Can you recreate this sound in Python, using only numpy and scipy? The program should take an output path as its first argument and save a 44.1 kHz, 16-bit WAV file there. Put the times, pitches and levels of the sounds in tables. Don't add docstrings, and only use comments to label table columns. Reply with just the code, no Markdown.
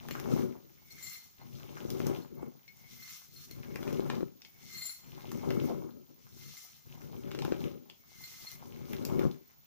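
import sys
import numpy as np
from scipy import signal
from scipy.fft import rfft, irfft
from scipy.io import wavfile
from scipy.ndimage import uniform_filter1d, map_coordinates

SR = 44100
rng = np.random.default_rng(int(sys.argv[2]) if len(sys.argv) > 2 else 0)


def wav_record(signal):
    frames = np.transpose(np.atleast_2d(signal))
    bounded = np.clip(frames, -1, 1)
    quanta = np.round(bounded * 32767).astype(np.int16)
    wavfile.write(sys.argv[1], SR, quanta)


N = 426006

# (touch [s], full weight [s], easing [s], lifted [s], table rumble [dB], crunch [dB],
# rustle [dB], mortar ring [dB]); levels at full weight
PRESSES = [(-0.08, 0.33, 0.41, 0.69, -38, -48, -55.5, -63), (1.372, 2.02, 2.165, 2.355, -44, -55, -58, -74),
           (2.294, 2.42, 2.456, 2.577, -50.5, -51, -79, -72),
           (3.464, 3.864, 4.155, 4.396, -43.5, -56, -60, -67),
           (5.014, 5.52, 5.68, 6.155, -40.5, -54.5, -58.5, -62),
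           (6.844, 7.486, 7.66, 7.93, -43.5, -57, -62.5, -71),
           (8.508, 9.166, 9.26, 9.44, -40, -51, -59, -66)]
# (start [s], fastest [s], slowing [s], still [s], rustle [dB], mortar ring [dB],
# pestle ring [dB], table rumble [dB]); in two rows slowing and still overlap, so the drag breaks off abruptly
DRAGS = [(0.692, 1.061, 1.118, 1.42, -50, -59.5, -79, -60.5),
         (2.615, 3.03, 3.17, 3.37, -52.5, -64, -90, -62), (3.226, 3.353, 3.6, 3.46, -58, -84, -88, -59),
         (4.42, 4.766, 4.82, 5.24, -50.5, -58.5, -70.5, -57),
         (6.155, 6.43, 6.556, 7.05, -54.5, -68, -90, -53),
         (7.914, 8.224, 8.8, 8.56, -54, -63.5, -84.5, -62.5)]
# (frequency [Hz], level [dB], t60 [s])
TABLE_MODES = [(73.6, -9.5, 0.06), (141, 1.5, 0.1), (182.2, -1, 0.091), (240.6, 2, 0.094), (319, -2, 0.095),
               (378.4, 1, 0.083), (481, -3.5, 0.045), (568.3, -8, 0.068), (1290, -12, 0.016)]
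# (frequency [Hz], level [dB], t60 [s])
THUD_MODES = [(373, 7.5, 0.019)]
# (time [s], crack level [dB], table jolt level [dB], treble tick level [dB])
SNAPS = [(0.086, -34, -50, -47), (0.11, -33.5, -43, -43.5), (0.199, -34, -46, -45), (0.3633, -52, -37, -64),
         (0.4197, -49, -52, -61), (1.9032, -37, -65, -39.5), (2.002, -32.5, -35.5, -68),
         (2.068, -37, -34.5, -38), (2.0988, -42, -34, -66), (2.4297, -60, -41.5, -80),
         (2.6797, -47, -81, -82), (3.512, -53, -54, -45.5), (3.7585, -31, -41, -48),
         (3.829, -33.5, -50, -66), (3.8773, -33, -39.5, -68), (3.928, -39, -38, -50),
         (3.9955, -44, -31.5, -52), (4.1, -23, -39.5, -66), (4.2069, -38, -38, -75),
         (4.23, -59, -33.5, -75), (4.419, -41, -82, -82), (4.449, -42, -85, -83), (5.317, -37, -48, -44),
         (5.5052, -27.5, -33, -50), (7.315, -34.5, -51.5, -55), (7.3487, -31.5, -42.5, -54),
         (7.3891, -32.5, -56.5, -64.5), (7.4204, -35, -61, -53), (7.4496, -29, -38, -47),
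         (7.4794, -44, -36.5, -70), (7.5216, -29, -29, -71), (7.899, -40, -65, -87), (8.516, -57, -74, -43),
         (8.932, -33.5, -48.5, -46), (9.051, -36.5, -60, -36.5), (9.193, -32, -30.5, -49),
         (9.2523, -63, -31, -67)]
# (frequency [Hz], relative level [dB])
CRUNCH_SPECTRUM = [(300, -5), (550, 2.5), (900, 4.5), (1500, -7.5), (2200, -18), (4000, -41.5), (8000, -38)]
# (frequency [Hz], relative level [dB])
RUSTLE_SPECTRUM = [(600, -43.5), (1000, -20), (2400, -12.5), (4600, -9), (6000, -3.5), (7000, -11.5),
                   (8000, -17), (13600, -10.5), (14500, -2.5), (15500, -9)]
# (frequency [Hz], width [Hz], lift [dB])
BOWL_RESONANCES = [(1248, 96, 10.5), (5960, 310, 0)]
CRACKLE_PITCHES = [900, 1400, 2000, 2900, 4100]
# (frequency [Hz], level [dB], t60 [s])
MORTAR_MODES = [(2085, 0, .1), (2200, -2, .1), (5860, -9, .05)]
# (frequency [Hz], level [dB], t60 [s])
PESTLE_MODES = [(4250, 0, .1), (7230, 0, .15), (10692, -9, .2), (10983, -13, .15), (14320, -11, .15),
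                (14447, 1, .2)]
# (time [s], lowest pestle mode level [dB], mortar level [dB],
# upper pestle modes level [dB])
TAPS = [(0.1096, -48, -49.5, -58), (0.9053, -50.5, -72, -73), (0.982, -61, -48, -67),
        (1.026, -48, -49, -44.5), (1.066, -45, -52, -54), (1.1534, -64, -48.5, -52), (1.41, -57, -61, -87),
        (2.222, -56, -80, -73), (2.6790, -55, -55, -80), (3.0243, -53, -52, -69), (3.0774, -50, -53.5, -58),
        (3.361, -49.5, -70, -69), (3.508, -47.5, -54, -66), (4.4494, -63, -58, -70), (4.745, -44, -69, -69),
        (4.7824, -50, -51, -55), (4.8199, -36, -48.5, -45), (4.8538, -36.5, -56, -39.5),
        (4.8938, -35.5, -47, -44.5), (6.569, -46, -58, -50.5), (8.2375, -38, -56.5, -58),
        (8.4686, -42, -60, -57)]
# (frequency [Hz], relative level [dB])
HISS_SPECTRUM = [(30, -17.5), (90, -5.5), (200, -8.5), (400, -18), (1100, -28), (3600, -20.5), (7000, -17),
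                 (8000, -60), (13500, -57.5), (14500, -37), (15500, -19)]

TOUCH_S = 0.017
TOUCH_RUMBLE_DB, TOUCH_CRUNCH_DB, TOUCH_RUSTLE_DB, TOUCH_RING_DB = -55, -85, -66.5, -81
REST_DB, CRUNCH_REST_DB = -73.5, -94.5
STILL_DB, RING_STILL_DB, BRUSH_STILL_DB = -76, -92, -110
SETTLE_SHARE = .55
DRAG_CRUNCH_DB = -29
EARLY_RING_DB = -1
BRUSH_LEAD_S = 0.2
SHOVE_S = 0.24
CONTACT_REST, CONTACT_TOUCH = 0.28, 0.24
DEEP_FADE_DB = -4
LOOSE_JOLT_DB, PINNED_JOLT_DB = -62, -50
CRACK_MAKEUP_DB, TICK_MAKEUP_DB = 23, 22.5
CRACKLE_PER_S, CRACKLE_DB = 110, 3
CRACKLE_CYCLES = 5
FLUTTER_DB = 1.5
TOP_NOISE_DB = -7.5
LAG = 14
TAP_SKID_S = 0.007
HISS_DB, WHINE_DB = -69.5, -65.5
WHINE_HZ, WHINE_WIDTH_HZ = 14925, 60
ROOM_T60_S, ROOM_DB = 0.22, -3.5
CUTOFF_HZ = 15480


def amp(db):
    return 10 ** (np.asarray(db) / 20)


def rms_one(x):
    return x / np.sqrt(np.mean(x ** 2) + 1e-20)


def drift(rate):
    knots = rng.standard_normal(1000)
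    return map_coordinates(knots, [np.arange(N) / SR * rate * 2], order=3)


def colour(x, spectrum):
    hz, level_db = np.transpose(spectrum)
    grid = np.linspace(1, SR / 2, 4097)
    log_gain = np.interp(np.log(grid), np.log(hz), level_db) * np.log(10) / 20
    cepstrum = irfft(log_gain)
    cepstrum[1:4096] *= 2
    cepstrum[4097:] = 0
    kernel = irfft(np.exp(rfft(cepstrum)))
    return signal.oaconvolve(x, kernel[None] / np.linalg.norm(kernel), axes=1)[:, :N]


def band(x, low_hz, high_hz):
    sos = signal.butter(1, [low_hz, min(high_hz, .45 * SR)], "band", fs=SR, output="sos")
    return signal.sosfilt(sos, x + 1e-18)


def grains(per_s, spread_db, clump_db, channels=1):
    born = rng.random((channels, N)) < per_s / SR
    draws = rng.random((2, born.sum()))
    size_db = spread_db * np.minimum(-np.log(1 - draws[0]), 6)
    out = np.zeros((channels, N))
    out[born] = amp(size_db) * np.sign(draws[1] - .5)
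    return rms_one(out * amp(clump_db * drift(14)))


def struck(force, modes):
    out = 0
    for k, (hz, level_db, t60) in enumerate(modes):
        radius = amp(-60 / (t60 * SR))
        angle = 2 * np.pi * hz / SR
        poles = [1, -2 * radius * np.cos(angle), radius * radius]
        ring = signal.lfilter([0, np.sin(angle)], poles, force + 1e-18)
        out = out + (-1) ** k * amp(level_db) * ring
    return out


def blows(times, levels_db, channels=1, burst_s=.002):
    size = 900
    out = np.zeros((channels, N + size))
    fade = np.exp(-np.arange(size) / (burst_s * SR))
    for s, level_db in zip(times, levels_db):
        at = round(s * SR)
        burst = fade * rng.standard_normal((channels, size))
        burst[:, 0] = 1.22 + .25 * np.sqrt(burst_s * SR)
        out[:, at:at + size] += amp(level_db) * burst / np.linalg.norm(burst, axis=1, keepdims=True)
    return out[:, :N]


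def moves(rows, rest_db):
    t = np.arange(0, N / SR + .002, .002)
    level = np.max([np.interp(t, times, [rest_db, *levels, rest_db]) for times, levels in rows], axis=0)
    return np.interp(np.arange(N) / SR, t, level)


def pressing(column, touch_db, rest_db, settle=1):
    rows = []
    for row in PRESSES:
        touch, full, easing, lifted = row[:4]
        db = row[column]
        times = (touch, touch + TOUCH_S, full, easing, easing + settle * (lifted - easing))
        rows.append((times, (min(touch_db, db), db, db)))
    return moves(rows, rest_db)


def contact():
    hard_rows, fade_rows = [], []
    for touch, full, easing, lifted, *_ in PRESSES:
        hard_rows.append(((touch, touch + TOUCH_S, full, lifted, lifted + 0.13), (CONTACT_TOUCH, 1, 1)))
        fade_rows.append(((full, easing + 0.11 * (lifted - easing), lifted, lifted + 0.03), (1, 1)))
    hard = moves(hard_rows, CONTACT_REST)
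    return np.clip(hard, .05, 1), amp(DEEP_FADE_DB * moves(fade_rows, 0))


def dragging():
    rustle, ring, brush, shove = [], [], [], []
    for start, fast, slow, still, rustle_db, ring_db, brush_db, shove_db in DRAGS:
        early = min(start + SHOVE_S, fast - .01)
        rustle.append(((start, fast, slow, still), (rustle_db, rustle_db)))
        ring.append(((start, early, fast, slow, still), (ring_db + EARLY_RING_DB, ring_db, ring_db)))
        brush.append(((fast - BRUSH_LEAD_S, fast, slow, still), (brush_db, brush_db)))
        shove.append(((start, early, fast, slow + 0.034), (shove_db, shove_db)))
    return (moves(rustle, STILL_DB), moves(ring, RING_STILL_DB),
            moves(brush, BRUSH_STILL_DB), moves(shove, REST_DB))


def freedom():
    return moves([((fast - BRUSH_LEAD_S, fast - .05, still, still + .1), (1, 1))
                  for start, fast, slow, still, *_ in DRAGS], -1)


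def table(rumble_db, times, jolt_db):
    force = amp(rumble_db) * grains(900, 2.83, 2.14, channels=2)
    jolts = blows(times, jolt_db, burst_s=.00001)[0]
    force[0] += amp(13.0) * band(jolts, 170, 1500)
    scale = np.std(struck(rng.standard_normal(SR), TABLE_MODES))
    shake, loose = struck(force, TABLE_MODES) / scale
    hard, push = contact()
    deep = signal.sosfilt(signal.butter(2, 190, fs=SR, output="sos"), shake)
    thud = struck(band(jolts, 81, 1600), THUD_MODES)
    shake = push * deep + hard * (shake - deep) + thud
    late = signal.lfilter(*signal.butter(1, 800, fs=SR), shake)
    return np.array([3.9 * shake, -2.0 * late + 0.34 * band(loose, 25, 2000)])


def shards(per_s, spread_db, clump_db, spectrum, common):
    edges = 300 * 2 ** np.arange(0, 7)
    ticks = 0
    for low, high in zip(edges, edges[1:]):
        shared, *own = grains(per_s, spread_db, clump_db, channels=3)
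        both = np.array([shared, np.roll(shared, LAG)])
        ticks = ticks + band(np.array(own) + common * both, low, high)
    return rms_one(colour(ticks, spectrum))


def crunch(crunch_db):
    return amp(crunch_db) * shards(400, 4.6, 9.7, CRUNCH_SPECTRUM, common=0.65) * amp([[3.0], [-1.5]])


def bowl_resonance(x):
    return x + sum((amp(db) - 1) * band(x, hz - width / 2, hz + width / 2)
                   for hz, width, db in BOWL_RESONANCES)


def rustle(rustle_db):
    level = amp(rustle_db + FLUTTER_DB * drift(6.4))
    flakes = bowl_resonance(shards(1800, 3.3, 2.8, RUSTLE_SPECTRUM, common=0.18))
    return level * flakes * amp([[1.5], [-1.5]])


def microphone_resonance(stir_db):
    noise = grains(3000, 3.0, 3.0, channels=2)
    for _ in range(2):
        noise = band(noise, 14200, 15600)
    return amp(stir_db + TOP_NOISE_DB) * rms_one(noise)


def crackle(stir_db):
    ticks = 0
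    for hz in CRACKLE_PITCHES:
        clicks = grains(CRACKLE_PER_S, 4.0, clump_db=3.5)[0]
        ticks = ticks + band(struck(clicks, [(hz, 0, CRACKLE_CYCLES / hz)]), hz / 2, hz * 2)
    both = rms_one(np.array([ticks, np.roll(ticks, LAG)]))
    return amp(stir_db + CRACKLE_DB) * both * amp([[1.5], [-1.5]])


def mortar(scrape_db):
    lead, out = 5.0 * freedom() + 2.5 * drift(1.494), 0
    for mode, share_db in zip(MORTAR_MODES, (lead, -lead)):
        force = amp(share_db) * grains(900, 3.0, clump_db=2.0, channels=2)
        out = out + struck(force, [mode])
    level = np.sqrt(uniform_filter1d(np.mean(out ** 2, axis=0), size=SR // 3))
    return amp(scrape_db) * out / level


def hiss():
    noise = rng.standard_normal((4, N))
    whine = band(noise[2:], WHINE_HZ - WHINE_WIDTH_HZ / 2, WHINE_HZ + WHINE_WIDTH_HZ / 2)
    steady = rms_one(colour(noise[:2], HISS_SPECTRUM))
    return amp(HISS_DB) * steady + amp(WHINE_DB) * rms_one(whine)


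def room(x):
    t = np.arange(SR // 2) / SR
    tail = rng.standard_normal((2, len(t))) * amp(-60 * t / ROOM_T60_S) * (t > .003)
    return amp(ROOM_DB) * signal.oaconvolve(x, tail / np.linalg.norm(tail[0]), axes=1)[:, :N]


def cracks(times, crack_db, jolt_db, tick_db):
    pinned = np.interp(jolt_db, (LOOSE_JOLT_DB, PINNED_JOLT_DB), (.02, .98))
    crack = 0
    for share, low_hz, high_hz in ((pinned, 500, 2800), (1 - pinned, 2000, 6500)):
        level_db = crack_db + CRACK_MAKEUP_DB + 10 * np.log10(share)
        burst = blows(times, level_db, burst_s=.0025)[0]
        both = np.array([burst, np.roll(burst, LAG // 3)])
        crack = crack + band(band(both, low_hz, high_hz), .8 * low_hz, high_hz)
    crack = signal.sosfilt(signal.butter(2, 6500, fs=SR, output="sos"), crack)
    tick = band(blows(times, tick_db + TICK_MAKEUP_DB, channels=2, burst_s=0.0016), 3700, 21000)
    tick = colour(tick, RUSTLE_SPECTRUM)
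    return crack * amp([[2.0], [-2.0]]) + tick * amp([[3.0], [-3.0]])


def metal(brush_db):
    times, low_db, mortar_db, upper_db = np.transpose(TAPS)
    brush = amp(brush_db) * grains(900, 3.9, 1.1, channels=2)
    low_taps = blows(times, low_db, channels=2, burst_s=TAP_SKID_S)
    upper_taps = blows(times, upper_db, channels=2, burst_s=TAP_SKID_S)
    mortar_taps = blows(times, mortar_db, channels=2, burst_s=TAP_SKID_S)
    out = struck(brush + low_taps, PESTLE_MODES[:1])
    out = out + struck(amp(-9.5) * brush + upper_taps, PESTLE_MODES[1:])
    lead = 6.0 * freedom()
    for mode, share_db in zip(MORTAR_MODES, (lead - 3, -lead - 3, 0)):
        out = out + struck(amp(share_db) * mortar_taps, [mode])
    return out * amp([[2.0], [-2.0]])


def scene():
    drag_db, ring_db, brush_db, shove_db = dragging()
    rumble_db = np.maximum(pressing(4, TOUCH_RUMBLE_DB, REST_DB), shove_db)
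    crush_db = pressing(5, TOUCH_CRUNCH_DB, CRUNCH_REST_DB)
    stir_db = pressing(6, TOUCH_RUSTLE_DB, STILL_DB, settle=SETTLE_SHARE)
    press_ring_db = pressing(7, TOUCH_RING_DB, RING_STILL_DB, settle=SETTLE_SHARE)
    times, crack_db, jolt_db, tick_db = np.transpose(SNAPS)
    airborne = crunch(np.maximum(crush_db, drag_db + DRAG_CRUNCH_DB))
    airborne = airborne + rustle(np.maximum(stir_db, drag_db))
    airborne = airborne + microphone_resonance(stir_db) + crackle(stir_db)
    airborne = airborne + mortar(np.maximum(press_ring_db, ring_db))
    airborne = airborne + cracks(times, crack_db, jolt_db, tick_db) + metal(brush_db)
    return airborne + room(airborne) + table(rumble_db, times, jolt_db) + hiss()


def record(dry):
    return signal.sosfilt(signal.ellip(12, .5, 70, CUTOFF_HZ, fs=SR, output="sos"), dry)


dry = scene()
out = record(dry)
wav_record(out)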